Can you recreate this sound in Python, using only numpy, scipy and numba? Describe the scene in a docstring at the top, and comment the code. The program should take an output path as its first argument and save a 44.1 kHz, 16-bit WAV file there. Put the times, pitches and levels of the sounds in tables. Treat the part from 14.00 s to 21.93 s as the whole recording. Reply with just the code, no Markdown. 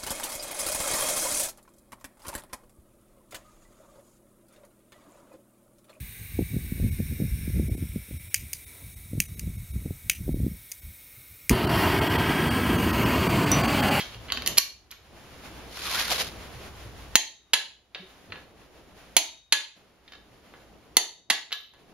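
"""Torque wrench in a small garage

A click-type torque wrench, a metre to the right of a camera's two microphones: three pulls, each a trip and a release.
Each click is a short burst of coloured noise plus decaying modes of the steel tube, with echoes of the garage.
Before the pulls a socket is fitted and the part is dragged over a mat: noise slips with a sliding resonance.
Thuds are decaying sines; sleeve rustle and room air are filtered noise, the mains hum a wavering sine.
The camera's gain control ducks under every loud click and creeps back."""
import sys
import numpy as np
from scipy import signal
from scipy.fft import rfft, irfft, next_fast_len
from scipy.io import wavfile
from scipy.ndimage import uniform_filter1d
from numba import njit

SR = 44100
rng = np.random.default_rng(int(sys.argv[2]) if len(sys.argv) > 2 else 0)


def waveform_to_disk(signal):
    """Save audio, clipped to [-1, 1], as 16-bit WAV at the path in sys.argv[1]."""
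    frames = np.transpose(np.atleast_2d(signal))
    scaled = np.clip(frames, -1, 1) * 32767
    samples = np.round(scaled).astype(np.int16)
    wavfile.write(sys.argv[1], SR, samples)


N = 349757


def undb(db):
    """Turn dB into an amplitude gain."""
    return 10 ** (np.asarray(db) / 20)


def shelf(f, hz, db, order):
    """Gain of db well above hz, or well below it for a negative order."""
    return undb(db / (1 + (hz / f) ** order))


def noise_spectra(colour, size):
    """Spectra of two unrelated noises, rms 1, coloured by (Hz, dB) points; also the frequency axis."""
    hz, db = np.transpose(colour)
    f = np.arange(size // 2 + 1) * SR / size + 1  # 1 Hz up, so that the logarithm exists
    colour_gain = undb(np.interp(np.log(f), np.log(hz), db))
    spectra = rfft(rng.standard_normal((2, size))) * colour_gain
    rms = np.sqrt(np.mean(np.abs(spectra) ** 2) / size)
    return spectra / rms, f


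def diffuse(colour, alike_hz=2500):
    """Sound from all around: alike at both microphones in the bass, unrelated in the treble."""
    size = next_fast_len(N)
    (mid, side), f = noise_spectra(colour, size)
    alike = 0.78 / (1 + (f / alike_hz) ** 2)
    mid = mid * np.sqrt((1 + alike) / 2)
    side = side * np.sqrt((1 - alike) / 2)
    return irfft(np.array([mid + side, mid - side]), size)[:, :N]


def walk(rate):
    """Random levels, rate of them a second, joined by straight slopes; spread a little under 1."""
    step = int(SR / rate)
    levels = np.repeat(rng.standard_normal(N // step + 1), step)
    return uniform_filter1d(levels, step)[:N]


def curves(table):
    """Columns of a (seconds, ..) table, interpolated at every sample."""
    s, *columns = np.transpose(table)
    return [np.interp(np.arange(N) / SR, s, column) for column in columns]


def add(track, s, sound):
    """Mix a sound into the track at s seconds."""
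    i = int(s * SR)
    track[i:i + len(sound)] += sound[:N - i]


# Air of the room around the microphones. Each row: frequency in Hz, relative level in dB.
AIR_COLOUR = [(20, -13.5), (60, 10), (250, -8.5), (800, -11), (2500, -31.5), (7000, -27), (11000, -29.5),
              (15500, -34.5)]
AIR_DB = -49


def room_air():
    """Steady noise from all around, heaviest in the bass."""
    return diffuse(AIR_COLOUR) * undb(AIR_DB)


def mains_hum():
    """One low sine whose pitch and level waver, the same at both microphones."""
    hz = 57.6 + 1.5 * walk(6)
    db = -50 + 1.2 * walk(9)
    return np.sin(2 * np.pi * np.cumsum(hz) / SR) * undb(db)


# Sleeves and hands at work. Each row: time in seconds, rustle level in dB, low rubbing level in dB.
HANDS = [(0, -38.5, -61.5), (.2, -49.5, -56.5), (.5, -45, -43.5), (.8, -53, -53.5), (1.45, -41.5, -46.5),
         (2.1, -48, -45), (2.4, -48, -49.5), (2.68, -45, -47.5), (2.71, -50, -53.5), (3.1, -49, -53),
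         (3.9, -45.5, -44.5), (4.1, -36.5, -40.5), (4.42, -39.5, -36), (4.5, -44.5, -41.5),
         (5.1, -43, -43.5), (5.74, -54, -68), (5.77, -33.5, -36.5), (6.0, -44.5, -41.5), (6.55, -41.5, -40),
         (7.7, -60.5, -46.5), (7.8, -39.5, -38.5)]
# Bright rustle of the cloth. Each row: frequency in Hz, relative level in dB.
RUSTLE_COLOUR = [(300, 1), (1000, 2.5), (3000, -0.5), (7000, -9), (11000, -9.5), (15500, -18)]
# Low rubbing of the hands. Each row: frequency in Hz, relative level in dB.
RUB_COLOUR = [(40, -7.5), (120, -2.5), (300, -0.5), (700, -5.5), (1500, -20.5), (3000, -47)]


def sleeves_and_hands():
    """Cloth rustle and low rubbing: two noises whose uneven levels follow the hands."""
    rustle_db, rub_db = curves(HANDS)
    rustle = diffuse(RUSTLE_COLOUR) * undb(rustle_db + 1.8 * walk(25))
    rub = diffuse(RUB_COLOUR) * undb(rub_db + 2.2 * walk(18))
    return rustle + rub


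# The part and the knees bump the floor. Each row: start in seconds, pitch in Hz, level in dB.
BUMPS = [(0.149, 112, -32.5), (0.369, 246, -35), (0.47, 118.2, -42), (1.498, 315, -35), (2.549, 114, -37),
         (2.85, 110, -34.5), (3.992, 186, -18.5), (4.02, 376, -21.5), (4.29, 98.3, -23), (6.3, 119, -30.5)]
BUMP_T60_S = .17  # time to fall by 60 dB


def bumps():
    """Soft, dull thuds: decaying sines with a 15 ms onset."""
    out = np.zeros(N)
    t = np.arange(SR // 3) / SR
    onset = np.minimum(t / 0.015, 1)
    for s, hz, db in BUMPS:
        add(out, s, undb(db - 60 * t / BUMP_T60_S) * onset * np.sin(2 * np.pi * hz * t))
    return out


@njit
def sliding_bandpass(x, hz, share):
    """State-variable band-pass with a moving centre; width = share of the centre."""
    out, band, low = np.empty(len(x)), 0., 0.
    for i in range(len(x)):
        g = np.tan(np.pi * hz[i] / SR)
        v = (band + g * (x[i] - low)) / (1 + g * (g + share))
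        band = 2 * v - band
        low = low + 2 * g * v
        out[i] = share * v
    return out


# Part dragged over the mat and tipped up. Each row: time in seconds, level in dB, hollow resonance in Hz.
DRAG = [(1.6, -73, 1282), (1.773, -33, 1340), (1.81, -36, 1320), (1.86, -29, 1302), (1.93, -27.5, 1017),
        (1.989, -23, 1675), (2.07, -32.5, 1700), (2.124, -21.5, 644), (2.174, -31.5, 520),
        (2.198, -24.5, 579), (2.309, -48, 596), (2.42, -87, 612)]
# Scrape of the slips. Each row: frequency in Hz, relative level in dB.
DRAG_COLOUR = [(200, -16.5), (600, -7.5), (1600, -3), (4300, 1), (7000, -8), (10500, -7), (13500, -11),
               (15500, -25.5)]
HOLLOW_DB, HOLLOW_FULL_DB = 10.5, -22.5  # extra gain of the hollow noise, and the drag level where it holds
HOLLOW_GROWTH = .6  # dB of that gain lost per dB of lighter drag


def drag():
    """Dense slips on the mat, uneven in size, with a hollow resonance that slides as the part tips."""
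    before = (DRAG[0][0] - .05, -90, DRAG[0][2])
    after = (DRAG[-1][0] + .1, -90, DRAG[-1][2])
    db, hz = curves([before, *DRAG, after])
    slips = diffuse(DRAG_COLOUR) * undb(2.6 * walk(400) + 1.3 * walk(60))
    hollow_db = HOLLOW_DB + HOLLOW_GROWTH * (db - HOLLOW_FULL_DB)
    hollow = sliding_bandpass(rng.standard_normal(N), hz, 0.26) * undb(hollow_db)
    return undb(db) * (slips + hollow)


def ring(hz, t60, db):
    """Decaying modes, each struck a little differently and made to flutter by the loose parts inside."""
    t = np.arange(SR // 2)[:, None] / SR
    strike, rate, phase = rng.standard_normal((3, len(hz)))
    flutter = 1 + .35 * np.sin(2 * np.pi * (25 + 8 * rate) * t + 3 * phase)
    db = db + 2.5 * strike - 60 * t / t60
    return (undb(db) * flutter * np.sin(2 * np.pi * hz * t)).sum(axis=1)


TRIP, RELEASE, RATCHET, FITTING = range(4)  # kinds of blow
# Steel-on-steel crack. 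Each row: frequency in Hz, then relative level in dB for trip, release, ratchet, socket.
CRACK = [(147, -32, -27.5, -26, -23.5), (288, -9, -17, -26, -13.5), (510, -22, -17, -12.5, -30),
         (865, -4, -9, -18.5, -18.5), (1420, -20.5, -12, -7.5, -12.5), (1900, -5.5, -1.5, -4.5, -6.5),
         (3270, -2, 1.5, -1.5, 1), (3532, -6.5, -3.5, 1, -6), (4250, 3, 3.5, 0, 1.5),
         (5200, -11.5, -8.5, -6, -5.5), (6260, 2, -3.5, -8, -9.5), (9550, -11.5, -9.5, -17, -14.5),
         (10340, 3.5, -1, -6, -8), (12860, -15.5, -17.5, -16, -9), (16000, -7, -34, -20, -36)]
# Ringing modes of the wrench's steel tube. Each row: pitch in Hz, time to fall by 60 dB in seconds,
# then strength in dB for trip, release, ratchet, socket, before each strike's chance.
TUBE = [(780, .14, -54, -39, -50, -56), (1100, .045, -50, -50, -50, -28), (1690, .28, -52, -33, -35, -60),
        (2045, .2, -40, -38, -46, -60), (2480, .2, -38, -44, -46, -48), (2660, .25, -48, -37, -46, -46),
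        (3072, .34, -38, -36, -35, -46), (3747, .75, -48, -60, -56, -60), (3811, .25, -52, -36, -42, -56),
        (4215, .25, -40, -40, -46, -48), (4465, .4, -44, -48, -50, -56), (4595, .22, -50, -36, -44, -56),
        (4900, .5, -49, -56, -56, -60), (5889, .12, -36, -36, -43, -40), (6072, .3, -46, -42, -50, -50),
        (6912, .18, -41, -46, -56, -56), (10590, .06, -34, -40, -60, -56)]
# One value for each kind of blow:
CRACK_STOP = (1.2, 3.1, 1.35, 1.53)  # exponent of the decay: a high one rattles on, then stops short
CRACK_RISE_S = (0.0009, 0.0022, 0.00063, 0.0014)
TICK_GAIN = (0.37, 0.15, .05, 0.18)


def blow(rattle_s, kind, body_db=0., treble_db=0.):
    """Steel on steel: a brief tick, a crack that rattles on for a few ms, and the tube it sets ringing."""
    crack, tube = np.array(CRACK), np.array(TUBE)
    spectra, f = noise_spectra(crack[:, [0, 1 + kind]], size=4096)
    t = np.arange(4096) / SR
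    colour = shelf(f, 5400, treble_db, order=4) * shelf(f, 1400, body_db, order=-4)

    # the pawl chatters, then stops short; loose parts fade
    decay = np.exp(-(t / max(rattle_s, 1e-4)) ** CRACK_STOP[kind])
    burst = irfft(spectra[0] * colour) * decay * np.minimum(t / CRACK_RISE_S[kind], 1)

    # first contact: brief and bright
    tick = irfft(spectra[1] * colour * shelf(f, 5300, -16.0, order=-2)) * np.exp(-t / 0.00057)

    # a fuller knock stirs the low modes more
    hz, t60 = tube[:, 0], tube[:, 1]
    out = ring(hz, t60, tube[:, 2 + kind] + body_db / (1 + (hz / 1500) ** 4))
    out[:4096] += 0.49 * burst + TICK_GAIN[kind] * tick
    return out


# The socket is pushed onto the drive; the first row is a clack already dying away as the sound begins, later
# long rattles are scrapes. Each row: start in seconds, level in dB, rattle decay in seconds, treble shelf in
# dB.
SOCKET = [(0.001, -14.5, 0.022, -2), (.144, -22.5, 0.004, -20.5), (0.283, -26.5, 0.025, -44),
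          (.301, -14.5, 0.0058, -42), (.321, -3, 0.0023, -5), (0.372, -10, 0.004, -15),
          (0.421, -12, 0.0021, -4.5), (.461, -11, 0.0036, 2.5), (0.469, -16, 0.0041, 7.5),
          (.474, -9, 0.0032, 12.5), (0.571, -14, 0.0095, -1.6), (.577, -7.5, .0024, 11.5),
          (0.582, 9.5, 0.0043, 15), (.592, -1, 0.0055, -6), (0.907, -16.5, .003, -7),
          (0.912, -15.5, .0043, 12), (.92, -14.5, 0.0089, -25)]
SOCKET_BODY_DB = 2.5


def socket_fitting():
    """Small clicks and scrapes of steel as the socket goes on."""
    out = np.zeros(N)
    for s, db, rattle_s, treble_db in SOCKET:
        add(out, s, undb(db) * blow(rattle_s, FITTING, SOCKET_BODY_DB, treble_db))
    return out


# The socket, loose in the hand, rings freely. Each row: start in seconds, level in dB before chance.
SOCKET_RINGS = [(.582, -54), (0.913, -44), (7.526, -17)]
SOCKET_HZ, SOCKET_T60_S = 12360, .36


def socket_rings():
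    """One high, fluttering mode of the small steel socket."""
    out = np.zeros(N)
    for s, db in SOCKET_RINGS:
        add(out, s, ring(np.array([SOCKET_HZ]), SOCKET_T60_S, db))
    return out


# Play in the ratchet knocks. Each row: start in seconds, level in dB, body shelf in dB, treble shelf in dB.
KNOCKS = [(3.947, 4, -7, -23), (3.956, -8.5, 15, -21.5), (4.01, -19, -3, -19), (4.302, -21, 7, -22),
          (4.321, -1.5, 4.5, -31), (4.357, -12.5, 12, -26.5), (6.078, -10, -13, -28),
          (6.121, -13.5, 10, -9), (6.134, -15, 7, -10), (6.152, -19, 12, -11), (6.538, -21.5, 17, -31),
          (7.508, -9, 14, -15.5), (7.519, 7, 2, -11), (7.526, 14.5, -2.5, -9.5), (7.736, -27.5, 27, 6),
          (7.745, -25.5, 18, -11)]
KNOCK_RATTLE_S = 0.0059


def ratchet_knocks():
    """Knocks of the ratchet's play, from thin to full, most of them dull."""
    out = np.zeros(N)
    for s, db, body_db, treble_db in KNOCKS:
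        add(out, s, undb(db) * blow(KNOCK_RATTLE_S, RATCHET, body_db, treble_db))
    return out


# The pawl slips off its seat at the set torque.
# Each row: start in seconds, level in dB, rattle decay in seconds.
TRIPS = [(3.1554, 22.5, 0.0069), (5.1662, 19, 0.013), (6.9684, 23.5, 0.0088)]
# It snaps back as the handle is let go. Each row: start in seconds, level in dB, rattle decay in seconds.
RELEASES = [(3.5332, 19.5, .013), (5.5228, 20, 0.012), (7.2999, 22.5, 0.011)]


def torque_clicks():
    """The loud clicks of the pawl: a trip and a release for each pull."""
    out = np.zeros(N)
    for kind, table in ((TRIP, TRIPS), (RELEASE, RELEASES)):
        for s, db, rattle_s in table:
            add(out, s, undb(db) * blow(rattle_s, kind))
    return out


def wrench():
    """All clicks, knocks and rings; so small a tool radiates no bass."""
    out = torque_clicks() + ratchet_knocks() + socket_fitting() + socket_rings()
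    return signal.sosfilt(signal.butter(2, 170, "high", fs=SR, output="sos"), out)


# Echoes of the garage. Each row: band centre in Hz, time to fall by 60 dB in seconds, relative level in dB.
ROOM = [(205, 0.16, 2), (475, 0.36, 4.5), (1180, 0.34, 4), (2630, 0.38, 0.5), (4900, 0.38, -0.5),
        (9530, 0.25, -2.5)]
ROOM_DB = -7.5  # all echoes together, against the direct sound
LEFT_LAG_S, LEFT_SHADE_DB = 5.0e-5, -6


def garage(x):
    """Direct sound, a hair late at the left microphone, and bands of echoes that die at their own pace."""
    size = next_fast_len(N + SR)
    t = np.arange(N) / SR
    echoes = 0
    for hz, t60, db in ROOM:
        band = diffuse([(hz / 4, -40), (hz / 1.6, -.1), (hz * 1.4, -.1), (hz * 4, -40)])
        echoes = echoes + band * np.sqrt(hz) * undb(db - 60 * t / t60)
    # nearest surfaces answer first, 2 ms after the direct sound
    echoes = echoes[:, :SR] * np.clip((t[:SR] - .002) / 0.0013, 0, 1)
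    echoes *= undb(ROOM_DB) / np.sqrt((echoes ** 2).sum() / 2)

    f = np.arange(size // 2 + 1) * SR / size + 1
    direct = np.exp(-2j * np.pi * f * np.array([[LEFT_LAG_S], [0]]))
    direct[0] *= shelf(f, 4900, LEFT_SHADE_DB, order=4)  # the camera body shades the far microphone
    return irfft(rfft(x, size) * (direct + rfft(echoes, size)), size)[:, :N]


def scene():
    """Room air, hum, sleeves, bumps and drag, with the wrench sounding in the garage."""
    background = room_air() + mains_hum() + sleeves_and_hands()
    return background + bumps() + drag() + garage(wrench())


@njit
def follow(peak, start, attack, hold, release):
    """Level follower: rises by a share of the gap, waits hold samples, then sinks at a steady dB rate."""
    out, level, wait = np.empty(len(peak)), start, 0.
    for i in range(len(peak)):
        if peak[i] > level:
            level, wait = level + (peak[i] - level) * attack, hold
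        elif wait > 0:
            wait -= 1
        else:
            level *= release
        out[i] = level
    return out


TOP_HZ = 15600  # the camera keeps nothing above


def record(dry):
    """Camera: duller left microphone, a notch in the treble, two-speed gain control, overload, top cut."""
    size = next_fast_len(N)
    f = np.arange(size // 2 + 1) * SR / size + 1
    left = irfft(rfft(dry[0], size) * shelf(f, 7400, -5.0, order=6), size)[:N]
    x = np.array([left, dry[1]])
    x = signal.sosfilt(signal.butter(3, [7550, 8800], "bandstop", fs=SR, output="sos"), x)

    # one gain for both channels, already turned down at the start; sinking 32 and 7 dB a second
    peak = np.abs(x).max(axis=0)
    quick = follow(peak, undb(-3.5), 1 / (0.0023 * SR), .3 * SR, undb(-32. / SR))
    # repeated loud clicks keep the gain down for longer
    slow = follow(quick, undb(-25.0), 1 / (1.2 * SR), .1 * SR, undb(-7. 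/ SR))
    gain = np.minimum(undb(-10.5) / np.maximum(quick, slow), 1)

    overloaded = np.clip(x * gain, -1, 1)
    return signal.sosfilt(signal.ellip(9, .2, 72, TOP_HZ, fs=SR, output="sos"), overloaded)


dry = scene()
out = record(dry)
waveform_to_disk(out)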